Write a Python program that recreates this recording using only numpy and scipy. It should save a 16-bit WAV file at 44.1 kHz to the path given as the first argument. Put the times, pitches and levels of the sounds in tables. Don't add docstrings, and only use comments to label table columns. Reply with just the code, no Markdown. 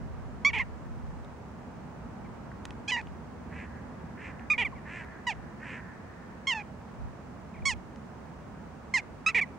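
import sys
import numpy as np
from scipy import signal
from scipy.fft import rfft, irfft, next_fast_len
from scipy.io import wavfile
from scipy.ndimage import uniform_filter1d

SR = 44100
rng = np.random.default_rng(int(sys.argv[2]) if len(sys.argv) > 2 else 0)


def unload_audio(sound):
    columns = np.transpose(np.atleast_2d(sound))
    steps = np.round(np.clip(columns, -1, 1) * 32767)
    wavfile.write(sys.argv[1], SR, steps.astype(np.int16))


N = 422478
T = np.arange(N) / SR
TOP_HZ = 15750

# f/Hz, relative level/dB
AIR_SPECTRUM = [(12, -41), (20, -28), (64, -0.5), (101, -4), (238, -1), (266, -6), (315, -10.5),
                (597, -13.5), (932, -14), (1630, -22), (3540, -40.5), (6540, -42.5), (9930, -50),
                (12100, -66.5), (15500, -50.5)]
# f/Hz, coherence/0-1
COHERENCE = [(30, .6), (70, 0.67), (150, 0.97), (300, 0.6), (700, 0.38), (1400, 0.54), (2800, 0),
             (15000, 0.03)]
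# t/s, level/dB
RUMBLE_SWELL = [(0, -49), (1, -50.5), (2, -48), (3.6, -48.5), (4.5, -48.5), (6, -50.5), (7.2, -50),
                (8.5, -50.5), (9.58, -50)]
# t/s, level/dB
ENGINE_SWELL = [(0, -70), (.7, -50), (2.6, -57), (3.5, -47), (4.1, -47.5), (4.6, -60), (9.58, -60.5)]
# f/Hz, relative level/dB
ENGINE_PARTIALS = [(78, -1.5), (159, -7.5), (237, -9)]
# middle t/s, length/s, level/dB
PUFFS = [(.15, .5, -40), (.58, .25, -39), (1.03, .5, -39), (2.72, .15, -49), (3.08, .25, -47),
         (4.62, .25, -45), (5.37, .2, -48), (7.04, .13, -37), (7.68, .16, -37)]
# f/Hz, relative level/dB
BUFFET = [(20, -14), (45, -3), (70, 1.5), (100, -2.5), (150, -6.5), (250, -27.5), (600, -52.5),
          (2000, -74)]
# t/s, peak level/dB, ring f/Hz, ring boost/dB
CAMERA_TICKS = [(1.247, -49, 3800, 16), (2.516, -39.5, 1700, 25), (2.6540, -24.5, 2000, -3),
                (2.7070, -34, 2820, 12), (3.0140, -38.5, 3800, 3), (3.0714, -42, 3020, 20),
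                (4.395, -40, 2500, 22), (7.96, -42.5, 7000, 4)]
# f/Hz, gain/dB
SHELL_RESPONSE = [(300, -34), (900, -3), (1800, 0.5), (4000, -11), (6500, -10), (9500, -22), (12000, -45),
                  (15000, -40)]
# t/s, length/s, top f/Hz, level/dB, rattle depth/0-1
CROW_CAWS = [(3.498, 0.17, 332.5, -45, 0.1), (4.164, 0.16, 347.5, -44, 0.24), (4.842, .205, 343, -41, 0.15),
             (5.588, 0.22, 345.3, -41.5, 0.26)]
# f/Hz, gain/dB
CROW_RESPONSE = [(300, -54), (900, -5.5), (1300, -8.5), (1800, 7), (2550, 3), (2950, -7.5), (3400, -19.5),
                 (4500, -27.5), (7800, -26.5), (10500, -49), (13000, -73)]
# delay/s, gain/dB
CROW_ECHOES = [(.15, -8), (.47, -17)]
# f/Hz, gain/dB
ECHO_RESPONSE = [(1000, -3.5), (1550, 3.5), (1900, -2), (2400, -18), (5000, -37)]
# t/s, length/s, top f/Hz, last f/Hz, level/dB, fundamental gain/dB
FAR_NOTES = [(2.24, 0.032, 1200, 980, -60.5, 5), (4.72, 0.0195, 1134, 970, -43, 47),
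             (4.747, 0.049, 1150, 910, -56, 9), (7.534, 0.036, 1260, 904, -56, 0),
             (7.557, 0.043, 1180, 1010, -57, 6), (7.617, 0.011, 1200, 1130, -49, 0)]
# f/Hz, gain/dB
JACKDAW_RESPONSE = [(150, -58), (400, -22), (950, -20), (1450, -27), (1900, -0.5), (2350, 1), (2900, -9),
                    (3500, -18), (4400, -18.5), (6800, -22), (8500, -31.5), (10200, -41), (11800, -71),
                    (14200, -54), (15700, -68)]
# t/s, length/s, top f/Hz, last f/Hz, place of the top/0-1, level/dB,
# fade/dB, gains of (fundamental, upper throat band, treble, top octave)/dB, share before the break/0-1
CLEAR_NOTES = [(.4469, 0.068, 1165, 880, .53, -18.5, 29, 9, -0.5, -2.5, -19, 0.72),
               (.579, 0.019, 864, 860, 0.8, -30.5, 6, 6, 1, -9, 0, .1),
               (0.5938, 0.043, 1065, 904, 0.23, -25.5, 26, 9, -10, -17, -1, 0.13),
               (2.8765, 0.0386, 854, 775, 0.63, -31.5, -1.5, 3, 12, 5.5, -1.5, 0.67),
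               (2.915, 0.053, 999, 932, 0, -27, 9, 11.5, 7.5, 0, -7, 1),
               (2.96, 0.057, 945, 810, .25, -31, 19.5, 12, -24, -12, -2, 0.065),
               (4.4992, 0.068, 1233, 1040, 0.3, -21, 31, 5, -22, -13.5, 0.5, 0.54),
               (4.6454, 0.037, 1168, 927, 0.12, -28, 23, 6, -5, -18, 7, 0.8),
               (5.2662, 0.069, 982, 665, 0.11, -27.5, 20, 17, 2.5, -1, -1.5, 0.67),
               (6.4681, 0.073, 1086, 885, 0.23, -26.5, 4.5, 11.5, 13, 3.5, -3.5, 1),
               (6.54, .085, 896, 788, 0, -34.5, 11.5, 15, -11, -9, -7, .7),
               (7.6523, 0.088, 1117, 793, 0.2, -25, 19.5, 12, 4.5, 8.5, 1.5, 0.94),
               (8.9371, 0.072, 1054, 693, 0.15, -22.5, 23.5, 5, -9.5, -0.5, 0.5, .7),
               (9.261, 0.062, 1330, 1040, 0.58, -21, 33, 14, -1.5, -2.5, -1, 0.44),
               (9.41, 0.038, 1152, 950, 0.24, -24.5, 23, 1.5, -17, -13.5, 3, 0.95)]
# t/s, length/s, top f/Hz, last f/Hz, level/dB, fade/dB,
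# gains of (fundamental, upper throat band)/dB, roughness/0-1
RASP_NOTES = [(.5286, 0.055, 963, 803, -30.5, -4, 12, 3, 0.4),
              (4.5772, 0.066, 977, 748, -27, 14.5, 10, 5, .11),
              (9.3443, 0.064, 993, 646, -23, 16, 0.5, -7, 0.2)]
# f/Hz, left minus right/dB
BALANCE = [(1200, -1.5), (2200, -4.0), (3200, -4.5), (5000, -6.0), (9000, -8.0), (14000, 4)]


def undb(db):
    return 10 ** (np.asarray(db) / 20)


def unit(x):
    return x / np.sqrt(np.mean(x ** 2))


def opposed(x):
    return x * np.array([[1], [-1]])


def pan(db):
    return undb(opposed(db) / 2)


def along(points, hz):
    f, v = np.transpose(points)
    return np.interp(np.log(np.maximum(hz, 1)), np.log(f), v)


def colour(x, db_at):
    size = 2 * next_fast_len(len(x) // 2 + 1024)
    cepstrum = irfft(np.log(undb(db_at(np.fft.rfftfreq(size, 1 / SR)))))
    cepstrum[1:size // 2] *= 2
    cepstrum[size // 2 + 1:] = 0
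    return irfft(rfft(x, size) * np.exp(rfft(cepstrum)))[:len(x)]


def wander(size, rate):
    steps = np.arange(size) * rate / SR
    count = int(steps[-1]) + 2
    return np.interp(steps, np.arange(count), rng.standard_normal(count))


def add(out, s, x):
    i = int(s * SR)
    out[i:i + len(x)] += x[:len(out) - i]


def scatter(x, t60, onset_s, dull_hz):
    t = np.arange(SR) / SR
    shape = np.clip(t / onset_s, 0, 1) ** 2 * np.exp(-np.log(1000) * t / t60)
    lowpass = signal.butter(4, dull_hz, fs=SR, output="sos")
    tails = signal.sosfilt(lowpass, rng.standard_normal((2, SR))) * shape
    tails /= np.sqrt(np.sum(shape ** 2))
    return signal.fftconvolve(x[None], tails, axes=1)[:, :N]


def traffic(air_db=-45.5, rumble_hz=320, hiss_hz=2500):
    f = np.fft.rfftfreq(N, 1 / SR)
    like = np.clip(along(COHERENCE, f), 0, 1)
    mid, side = rfft(rng.standard_normal((2, N))) * undb(along(AIR_SPECTRUM, f))
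    spectra = (mid + opposed(side * np.sqrt((1 - like) / (1 + like)))) / np.std(irfft(mid, N))
    low = 1 / (1 + (f / rumble_hz) ** 4)
    high = 1 - 1 / (1 + (f / hiss_hz) ** 4)
    swell_db = np.interp(T, *np.transpose(RUMBLE_SWELL))
    swell_db -= np.median(swell_db)
    rumble = irfft(spectra * low, N) * undb(swell_db + wander(N, 5.7))
    road = irfft(spectra * (1 - low - high), N) * undb(0.76 * swell_db + .5 * wander(N, 4.3))
    hiss = irfft(spectra * high, N)
    return (undb(air_db) * (rumble + road + hiss) + engine()) * pan(-2)


def engine(waver=0.0197, flutter_db=3):
    swell_db = np.interp(T, *np.transpose(ENGINE_SWELL))
    drone = np.zeros(N)
    for hz, db in ENGINE_PARTIALS:
        phase = 2 * np.pi * np.cumsum(hz * (1 + waver * wander(N, 12))) / SR
        drone += undb(db + swell_db + flutter_db * wander(N, 7.3)) * np.sin(phase)
    return drone


def wind(shared_db=-9):
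    swell = sum(undb(db) * np.exp(-(2 * (T - s) / length) ** 2) for s, length, db in PUFFS)
    mid, side = (unit(colour(rng.standard_normal(N), lambda f: along(BUFFET, f))) for _ in range(2))
    return swell * (undb(shared_db) * mid + opposed(side))


def camera_ticks(snap_s=0.000082, ring_s=0.002, ring_share=0.21):
    out, t = np.zeros(N), np.arange(1024) / SR
    decay = np.exp(-t / snap_s) + ring_share * np.exp(-t / ring_s)
    for s, db, ring_hz, ring_db in CAMERA_TICKS:
        snap = rng.standard_normal(len(t)) * decay
        ring = lambda f: ring_db * np.exp(-((f - ring_hz) / 900) ** 2)
        tick = colour(snap, lambda f: along(SHELL_RESPONSE, f) + ring(f))
        add(out, s, undb(db) * tick / np.abs(tick).max())
    return out * pan(-1)


def syrinx(hz, fundamental_db=0):
    phase = 2 * np.pi * np.cumsum(hz) / SR
    k = np.arange(2, int(TOP_HZ / hz.min()) + 1)[:, None]
    overtones = np.sum(np.cos(k * phase) * (k * hz < TOP_HZ), axis=0)
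    return undb(fundamental_db) * np.cos(phase), overtones, phase


def far_crow(rattle_hz=82, sag=0.56, crest=.62, jitter=0.0518, hoarse=3, scatter_db=-4):
    out = np.zeros(N)
    for s, length, top_hz, db, rattle in CROW_CAWS:
        size = int(length * SR)
        u = np.linspace(0, 1, size)
        hz = top_hz * (1 - sag * (u - crest) ** 2) * np.exp(jitter * wander(size, 502))
        fundamental, overtones, phase = syrinx(hz)
        pulses = fundamental + overtones + hoarse * rng.standard_normal(size) * (1 + np.cos(phase))
        pulses *= 1 + rattle * np.cos(2 * np.pi * rattle_hz * np.cumsum(hz / top_hz) / SR)
        swell = np.interp(u, [0, .25, crest, .85, 1], [0, 0.66, 1, 0.7, 0.23])
        wide = unit(colour(pulses, lambda f: along(CROW_RESPONSE, f)))
        narrow = colour(wide, lambda f: along([(1800, 8.5), (2700, -7.5)], f))
        add(out, s, undb(db) * swell * (narrow + swell * (wide - narrow)))
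    returned = colour(out, lambda f: along(ECHO_RESPONSE, f))
    echo = np.zeros(N)
    for delay_s, db in CROW_ECHOES:
        add(echo, delay_s, undb(db) * returned)
    return (out + echo) * pan(-2) + undb(scatter_db) * scatter(out, t60=6.4, onset_s=0.05, dull_hz=1810)


def pitch_arch(length, top_hz, last_hz, crest, climb=0.16, bend_rad=2.9):
    u = np.linspace(0, 1, int(length * SR))
    crest = np.clip(crest, .01, .9)
    before = np.clip(1 - u / crest, 0, 1)
    after = np.clip((u - crest) / (1 - crest), 0, 1)
    fall = (1 - np.cos(bend_rad * after)) / (1 - np.cos(bend_rad))
    return top_hz * (1 - climb * crest * before ** 2) + (last_hz - top_hz) * fall


def envelope(length, db, fade_db, power=2.67, release_s=0.0021):
    t = np.linspace(0, length, int(length * SR))
    attack_s = min(0.0037 * 2 ** ((-18.5 - db) / 11.5), 0.011)
    attack = np.sin(np.pi / 2 * np.clip(t / attack_s, 0, 1)) ** 2
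    release = np.clip((length - t) / release_s, 0, 1)
    return attack * release * undb(db - fade_db * (t / length) ** power)


def jackdaw_voice(hz, fundamental_db, upper_db, treble_db, top_db, clean, halves, rough,
                  jitter=0.11, shimmer=0.42, snap_s=0.0032, dulling_db=14):
    size = len(hz)
    u = np.linspace(0, 1, size)
    broken = np.clip((u - clean) * 20 + 1, 0, 1)
    unrest = 0.072 + broken * rough + 0.57 * np.exp(-np.arange(size) / SR / snap_s)
    hz = hz * np.exp(jitter * unrest * wander(size, 900))
    limp = .3 * halves * broken * np.sin(np.pi * np.cumsum(hz) / SR)
    fundamental, overtones, phase = syrinx(hz * (1 + limp), fundamental_db)
    half_pitch = halves * broken * np.cos(phase / 2)
    overtones *= (1 + .5 * half_pitch) * np.exp(shimmer * unrest * wander(size, 1100))
    hiss = .7 * unrest * rng.standard_normal(size) * (1 + np.cos(phase))
    pulses = fundamental + 0.8 * half_pitch + overtones + hiss

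    def throat(shelf_db):
        upper = lambda f: upper_db * np.exp(-((f - 3100) / 450) ** 2)
        treble = lambda f: shelf_db * np.clip((f - 3200) / 1200, 0, 1)
        top = lambda f: top_db * np.clip((f - 6500) / 2000, 0, 1)
        return colour(pulses, lambda f: along(JACKDAW_RESPONSE, f) + upper(f) + treble(f) + top(f))

    bright, dull = throat(treble_db), throat(treble_db - dulling_db)
    beak = np.interp(u, [0, .25, .7, 1], [1, 1, 0.69, 0.11])
    voice = dull + beak * (bright - dull)
    return voice / np.sqrt(uniform_filter1d(voice ** 2, size=300) + 1e-12)


def far_jackdaws(scatter_db=-9):
    out = np.zeros(N)
    for s, length, top_hz, last_hz, db, fundamental_db in FAR_NOTES:
        hz = pitch_arch(length, top_hz, last_hz, crest=0.042)
        voice = jackdaw_voice(hz, fundamental_db, upper_db=-8, treble_db=-14, top_db=-2,
                              clean=0, halves=.1, rough=0.23)
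        add(out, s, voice * envelope(length, db, fade_db=1))
    return out + undb(scatter_db) * scatter(out, t60=.5, onset_s=0.0073, dull_hz=2800)


def near_jackdaw(scatter_db=-33):
    out = np.zeros(N)
    for s, length, top_hz, last_hz, crest, db, fade_db, *tone_db, clean in CLEAR_NOTES:
        hz = pitch_arch(length, top_hz, last_hz, crest)
        voice = jackdaw_voice(hz, *tone_db, clean, halves=0.13, rough=0.33)
        add(out, s, voice * envelope(length, db, fade_db))
    for s, length, top_hz, last_hz, db, fade_db, *tone_db, rough in RASP_NOTES:
        hz = pitch_arch(length, top_hz, last_hz, crest=.28, climb=.42)
        voice = jackdaw_voice(hz, *tone_db, treble_db=-13, top_db=3.5, clean=0.047, halves=1, rough=rough)
        add(out, s, voice * envelope(length, db, fade_db, power=10.3))
    balance_db = along(BALANCE, np.fft.rfftfreq(N, 1 / SR))
    direct = irfft(rfft(out) * pan(balance_db), N)
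    return direct + undb(scatter_db) * scatter(out, t60=0.72, onset_s=0.013, dull_hz=3400)


def scene():
    return near_jackdaw() + far_jackdaws() + far_crow() + camera_ticks() + wind() + traffic()


def record(dry):
    return signal.sosfilt(signal.ellip(10, .2, 70, TOP_HZ, fs=SR, output="sos"), dry)


dry = scene()
out = record(dry)
unload_audio(out)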